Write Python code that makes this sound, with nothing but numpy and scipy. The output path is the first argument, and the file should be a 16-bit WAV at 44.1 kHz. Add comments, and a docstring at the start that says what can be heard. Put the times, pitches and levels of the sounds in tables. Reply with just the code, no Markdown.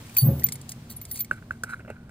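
"""Keys at a filler cap

A bunch of keys jingles in a hand beside a van while a door shuts further off: dying sines and bright clicks
for the keys, soft booms and low noise for the door. Then a key taps and scrapes at a locking plastic
filler cap, and the hollow recess around it rings at each touch. Traffic, made of filtered noise, rumbles
outdoors. A close pair of microphone ports hears it all, one slightly ahead of the other at most pitches."""
import sys
import numpy as np
from scipy import signal
from scipy.fft import rfft, irfft
from scipy.io import wavfile

SR = 44100
rng = np.random.default_rng(int(sys.argv[2]) if len(sys.argv) > 2 else 0)


def master(y):
    """Save y as 16-bit WAV."""
    cut = np.clip(np.atleast_2d(y).T, -1, 1)
    pcm = np.round(cut * 32767)  # scale
    wavfile.write(sys.argv[1], SR, pcm.astype(np.int16))


N = 92610
T = np.arange(N) / SR   # time in seconds
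HZ = np.arange(N // 2 + 1) * SR / N + 1e-3   # every frequency of the spectrum, kept above zero for the logs

# The tone colour of metal touching metal. Each row: frequency in Hz, relative level in dB.
CLICK_COLOUR = [(1400, -13), (2300, -9), (5000, 6), (12000, 8), (15000, -3), (16500, -36)]
# The pitches of the hollow around the cap. Each row: frequency in Hz, level in dB,
# time to fall by 60 dB in seconds.
RECESS_MODES = [(1490, 0.5, 0.017), (2180, -12, 0.0052), (3980, -25, 0.0097)]


def keys():
    """Strikes click, knock the plastic fob and set keys ringing until a touch stops them; keys also chatter."""
    # When keys strike. Each row: time in seconds, click level in dB, fob level in dB.
    jingles = [(0.0666, -45.5, -61), (0.0957, -43.5, -51), (0.1664, -22, -32), (0.396, -35, -53),
               (0.422, -54, -45), (0.435, -31, -48), (0.4408, -30.5, -53), (0.462, -64, -45),
               (0.4668, -29, -54), (0.487, -27, -38.5), (0.5218, -23.5, -46), (0.5553, -33.5, -49.5),
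               (0.6139, -39, -75), (0.6922, -28.5, -69), (0.7186, -29.5, -53), (0.9116, -46, -62),
               (0.968, -44, -79), (1.0147, -40.5, -54), (1.052, -34.5, -54.5), (1.1135, -31.5, -50.5),
               (1.1577, -33.5, -50), (1.1738, -33, -54), (1.1927, -49, -53), (1.2063, -28.5, -44.5),
               (1.2465, -38, -48.5)]
    # Strikes that leave keys ringing. Each row: time in seconds, levels in dB of the long-ringing key's lower
    # pair of pitches, its higher pair, the short-ringing key and the low key, then seconds of free ringing
    # before a touch.
    ringing_strikes = [(.168, -28, -13.5, -16, -37, 0.25), (0.183, -21.5, -52, -13.5, -22, 0.047),
                       (.441, -44, -48, -6.5, -78, 0.0033), (0.458, -59, -59, -29, -79, 0.0074),
                       (0.524, -31, -35, -42, -54, 0.014), (0.964, -32, -57, -47, -75, 0.0066),
                       (1.014, -51, -51, -33.5, -58.5, 0.035), (1.112, -29, -27, -29, -50, 0.033),
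                       (1.192, -33, -25, -34, -42, 0.014), (1.204, -54, -40, -21, -64, 0.042)]
    # The pitches of the long-ringing key, in two lists: its lower pair and its higher pair, each with its own
    # level. Each row: frequency in Hz, level in dB, time to fall by 60 dB in seconds, beat rate in Hz, beat
    # phase in radians.
    long_key_pairs = [(10518, 0, .45, 7.7, .2), (11285, 1, .25, 5.0, .8)], [(14387, -5, .6, 7.0, -.9),
                      (15115, -14, .6, 6.0, 1.2)]
    # The pitches of the short-ringing key. Each row: frequency in Hz, level in dB,
    # time to fall by 60 dB in seconds.
    short_key = [(14245, 0, .09), (13520, -18, .06)]
    low_key, fob = [(4548, 0.011, 0.15)], [(2207, 7.3, 0.029)]   # the same three columns
    # Spells of chatter. Each row: start, top and end in seconds, relative level in dB.
    chatter_spells = [(.05, .15, 0.2, -54.5), (.168, .175, 0.29, -37), (.675, .7, 0.76, -53),
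                      (.885, .91, 0.96, -46.5), (1.02, 1.2, 1.25, -45.5)]
    chatter_per_s, chatter_ring_db, chatter_t60_s = 2200, -5.5, 0.019
    ring_rise_s, choke_s = 0.00067, 0.009
    fob_spread = 0.07   # each knock shifts the fob's pitch by about this share
    waver_db, waver_per_s = 3.1, 60   # every pitch wavers as the keys swing

    out = clicks([(start, click_db) for start, click_db, _ in jingles])
    t = T[:SR // 3]
    for start, _, fob_db in jingles:
        pitch_shift = 1 + fob_spread * rng.standard_normal()
        add(out, start, amp(fob_db) * struck(fob, t * pitch_shift))

    ticks = grains(chatter_per_s)
    chatter = rms_one(shaped(ticks, amp(at_hz(CLICK_COLOUR))))
    for k, key in enumerate([*long_key_pairs, short_key, low_key]):
        for mode in key:
            voice = np.zeros(N)
            for start, *key_db, free_s in ringing_strikes:
                rise = np.minimum(t / ring_rise_s, 1)
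                choke = np.exp(-np.maximum(t - free_s, 0) / choke_s)
                add(voice, start, amp(key_db[k]) * rise * choke * struck([mode], t))
            out += amp(waver_db * drift(waver_per_s)) * voice
            # Each chatter tick also stirs this pitch.
            chatter += amp(chatter_ring_db) * rms_one(ring(ticks, mode[0], chatter_t60_s))
    return out + strokes(chatter_spells, level_column=3) * chatter


def taps():
    """Each touch of key on cap swells and dies in the recess in a few cycles, with a click and a panel thump."""
    # When the key meets the cap. Each row: time in seconds, then levels in dB before panning
    # of the recess tone's peak, the click and the panel thump.
    touches = [(1.3114, -10.5, -40.5, -35.5), (1.4241, -41, -64, -55), (1.508, -17, -49.5, -42),
               (1.6355, -18.5, -28, -43), (1.6415, -29, -70, -54), (1.7345, -22.5, -52, -63),
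               (1.7414, -25.5, -75, -70), (1.795, -39, -65, -50.5), (1.8035, -60, -79, -46),
               (1.8484, -43, -74, -50.5), (1.8596, -45, -75, -65), (1.879, -47, -66, -41),
               (1.8924, -45, -63, -44.5), (1.9015, -36.5, -48, -37.5), (2.0934, -45.5, -55, -50)]
    # The tone colour of the panel thump. Each row: frequency in Hz, relative level in dB.
    panel_colour = [(280, 0.5), (600, 5), (1000, -11.5), (2700, -6.5), (3500, -38)]
    rise_s = 0.0018
    recess_hz = RECESS_MODES[0][0]   # only the main pitch of the recess

    out = clicks([(start, click_db) for start, _, click_db, _ in touches])
    t = T[:SR // 10]
    swell = (t / rise_s * np.exp(1 - t / rise_s)) ** 2   # reaches 1 at rise_s
    for start, peak_db, _, _ in touches:
        add(out, start, amp(peak_db) * swell * np.sin(2 * np.pi * recess_hz * t))
    thumps = [(start, thump_db) for start, _, _, thump_db in touches]
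    return out + bursts(thumps, panel_colour, t60=0.046, tail_t60=0.11, tail_db=-10.5)


def rubbing():
    """The key rubs the cap: dense tiny grains ring the recess, and a dry hiss goes with them."""
    # Strokes of the key. Each row: start, top and end in seconds, then relative levels in dB
    # of the recess ring and the dry hiss.
    rubs = [(1.315, 1.32, 1.45, -43.5, -59), (1.51, 1.515, 1.64, -51.5, -61.5),
            (1.64, 1.645, 1.84, -46, -62), (1.683, 1.695, 1.865, -41.5, -58.5),
            (1.71, 1.734, 1.755, -34, -52), (1.84, 1.93, 2.26, -55.5, -82)]
    ticks = grains(per_s=1200)
    hollow = np.zeros(N)
    for hz, db, t60 in RECESS_MODES:
        # Ringing twice at the same pitch makes each grain swell before it dies.
        once = ring(ticks, hz, t60)
        hollow += amp(db) * rms_one(ring(once, hz, t60 / 2))
    rough_noise = rng.standard_normal(N) * amp(4.7 * drift(90))
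    hiss = rms_one(shaped(rough_noise, amp(at_hz(CLICK_COLOUR))))
    return strokes(rubs, level_column=3) * hollow + strokes(rubs, level_column=4) * hiss


def door():
    """The door panel booms as it meets the seal, the latch rings body pitches, and a shudder dies away."""
    # The soft booms. Each row: top in seconds, level in dB, frequency in Hz,
    # rise and fall widths in seconds.
    booms = [(.2345, -11.5, 130, .007, .015), (.2915, -10, 143, .016, .004)]
    # Body pitches set off by the latch. Each row: frequency in Hz, level in dB,
    # time to fall by 60 dB in seconds.
    body_modes = [(547, -23.5, .2), (78.6, -24, 0.59), (136.1, -23, 0.69), (206, -23.5, 0.22)]
    # The tone colour of the shudder. Each row: frequency in Hz, relative level in dB.
    shudder_colour = [(24, -62.5), (40, -41.5), (130, -2), (269, -18.5), (529, -25), (4000, -62)]
    latch_s, latch_soft_hz = 0.285, 18.4   # a lower latch_soft_hz gives a slower onset
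    shudder_start_s, shudder_rise_s, shudder_db, shudder_t60_s = 0.2185, 0.068, -19, 0.65

    out = np.zeros(N)
    for top, db, hz, rise, fall in booms:
        from_top = T - top
        width = np.where(from_top < 0, rise, fall)
        bell = np.exp(-(from_top / width) ** 2 / 2)
        out += amp(db) * bell * np.cos(2 * np.pi * hz * from_top)
    soft_onset = 1 - np.exp(-2 * np.pi * latch_soft_hz * T)
    add(out, latch_s, soft_onset * struck(body_modes, T))

    t = np.maximum(T - shudder_start_s, 0)
    envelope = np.minimum(t / shudder_rise_s, 1) * amp(shudder_db - 60 * t / shudder_t60_s)
    return out + envelope * rms_one(shaped(rng.standard_normal(N), amp(at_hz(shudder_colour))))


def street():
    """Traffic rumble and hiss from noise, partly its own at each port; the bass throbs, the treble ebbs."""
    # The tone colour of the street. Each row: frequency in Hz, relative level in dB.
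    street_colour = [(25, -15), (121, 1.5), (496, -21), (1470, -27.5), (4990, -34), (10400, -38.5),
                     (11900, -43), (14800, -38), (16500, -58)]
    # How the treble ebbs. Each row: time in seconds, relative level in dB.
    treble_ebb = [(0.0, -47), (0.37, -49.5), (2.1, -65)]
    # How alike the two ports are. Each row: frequency in Hz, share of the power common to both (0 to 1).
    likeness = [(300, 1), (500, 1), (1200, 0.62), (3500, 0.033), (7000, 0.16), (16000, 1)]
    level_db, treble_from_hz = -44.5, 1100
    hum_hz, hum_width_hz, hum_db = 233.4, 8, 12.5   # a wavering hum stands out of the rumble
    throb_db, throb_per_s = 0.54, 8.14

    white = rng.standard_normal((3, N))   # one noise for both ports, then one for each
    alike = np.clip(at_hz(likeness), 0, 1)
    mixed = np.sqrt(alike) * rfft(white[0]) + np.sqrt(1 - alike) * rfft(white[1:])
    hum = hum_db * np.exp(-((HZ - hum_hz) / hum_width_hz) ** 2)
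    pair = rms_one(irfft(amp(at_hz(street_colour) + hum) * mixed, N))

    treble_share = 1 / (1 + (treble_from_hz / HZ) ** 2)
    bass = amp(throb_db * drift(throb_per_s)) * shaped(pair, 1 - treble_share)
    ebb_db = np.interp(T, *np.transpose(treble_ebb))
    treble = amp(ebb_db - ebb_db.mean()) * shaped(pair, treble_share)
    return amp(level_db) * (bass + treble)


def clicks(rows):
    """Bright contacts of metal, as short bursts of noise; each row: time in seconds, level in dB."""
    return bursts(rows, CLICK_COLOUR, t60=0.011, tail_t60=0.041, tail_db=-5.5)


def bursts(rows, colour, t60, tail_t60, tail_db):
    """A contact is a sharp crack, then a puff of noise of the same colour with a fainter tail."""
    rise_s, crack_db = 0.0015, 7   # the crack's level is relative to the puff
    envelope, cracks = np.zeros(N), np.zeros(N)
    t = T[:SR // 5]
    gain = amp(at_hz(colour))
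    for start, db in rows:
        puff = amp(db - 60 * t / t60)
        tail = amp(db + tail_db - 60 * t / tail_t60)
        add(envelope, start, np.minimum(t / rise_s, 1) * (puff + tail))
        cracks[int(start * SR)] = amp(db + crack_db)
    noise = rms_one(shaped(rng.standard_normal(N), gain))
    return envelope * noise + shaped(cracks, gain / gain.mean())


def grains(per_s):
    """Rough contact is many random uneven ticks, whose strength swells and sinks by chance."""
    hits = rng.random(N) < per_s / SR
    return hits * rng.standard_normal(N) * amp(3.5 * drift(60))


def strokes(rows, level_column):
    """A loudness curve: each stroke swells to its top and fades."""
    return sum(amp(row[level_column]) * np.interp(T, row[:3], [0, 1, 0]) ** 2 for row in rows)


def struck(modes, t):
    """The dying sines of one blow; a split mode is two close pitches, heard as a beat."""
    out = np.zeros(len(t))
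    for hz, db, t60, *beat in modes:
        swing = np.sin(np.pi * beat[0] * t + beat[1]) if beat else 1
        out += amp(db - 60 * t / t60) * np.sin(2 * np.pi * hz * t) * swing
    return out


def ring(x, hz, t60):
    """A resonator: a unit click sets a sine of about height 1 ringing, 60 dB down after t60 seconds."""
    r, w = amp(-60 / (t60 * SR)), 2 * np.pi * hz / SR
    # The tiny offset keeps the filter away from vanishingly small numbers.
    return signal.lfilter([0, np.sin(w)], [1, -2 * r * np.cos(w), r * r], x + 1e-18)


def drift(rate):
    """A slow chance wander: random values of spread 1, rate of them a second, joined by straight lines."""
    knots = rng.standard_normal(200)
    return np.interp(T * rate, np.arange(200), knots)


def add(out, start, sound):
    """Mix a sound in at a time in seconds."""
    i = int(start * SR)
    out[i:i + len(sound)] += sound[:N - i]


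def amp(db):
    """Turn decibels into gain."""
    return 10 ** (np.asarray(db) / 20)


def rms_one(x):
    """Scale to an rms (average strength) of 1."""
    return x / np.sqrt(np.mean(x ** 2) + 1e-20)


def at_hz(points):
    """Read a table at every frequency, along a logarithmic pitch scale."""
    hz, value = np.transpose(points)
    return np.interp(np.log(HZ), np.log(hz), value)


def shaped(x, gain):
    """Filter by a gain for each frequency."""
    return irfft(rfft(x) * gain, N)


def scene():
    """Keys, door and street, with the cap a little to the right."""
    cap_pan_db = -1.1   # left port; the right port gets the opposite
    cap = amp([[cap_pan_db], [-cap_pan_db]]) * (taps() + rubbing())
    return keys() + cap + door() + street()


def record(dry):
    """The ports differ by a phase that changes with pitch, and the top is cut."""
    # How far the left port leads. Each row: frequency in Hz, lead in radians (negative: it lags).
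    left_lead = [(300, 0), (500, -.4), (1500, -1.1), (2500, -1.3), (4500, 1.2), (5600, 3.1), (8500, 6.3),
                 (11290, 9), (14250, 11.9), (17000, 14.3)]
    # Half the lead moves the left port ahead, half holds the right port back.
    ports = shaped(dry, np.exp(0.5j * at_hz(left_lead) * [[1], [-1]]))
    # From 16800 Hz up, all is at least 60 dB down.
    top_cut = signal.cheby2(12, 60, 16800, fs=SR, output="sos")
    return signal.sosfilt(top_cut, ports)


dry = scene()
out = record(dry)
master(out)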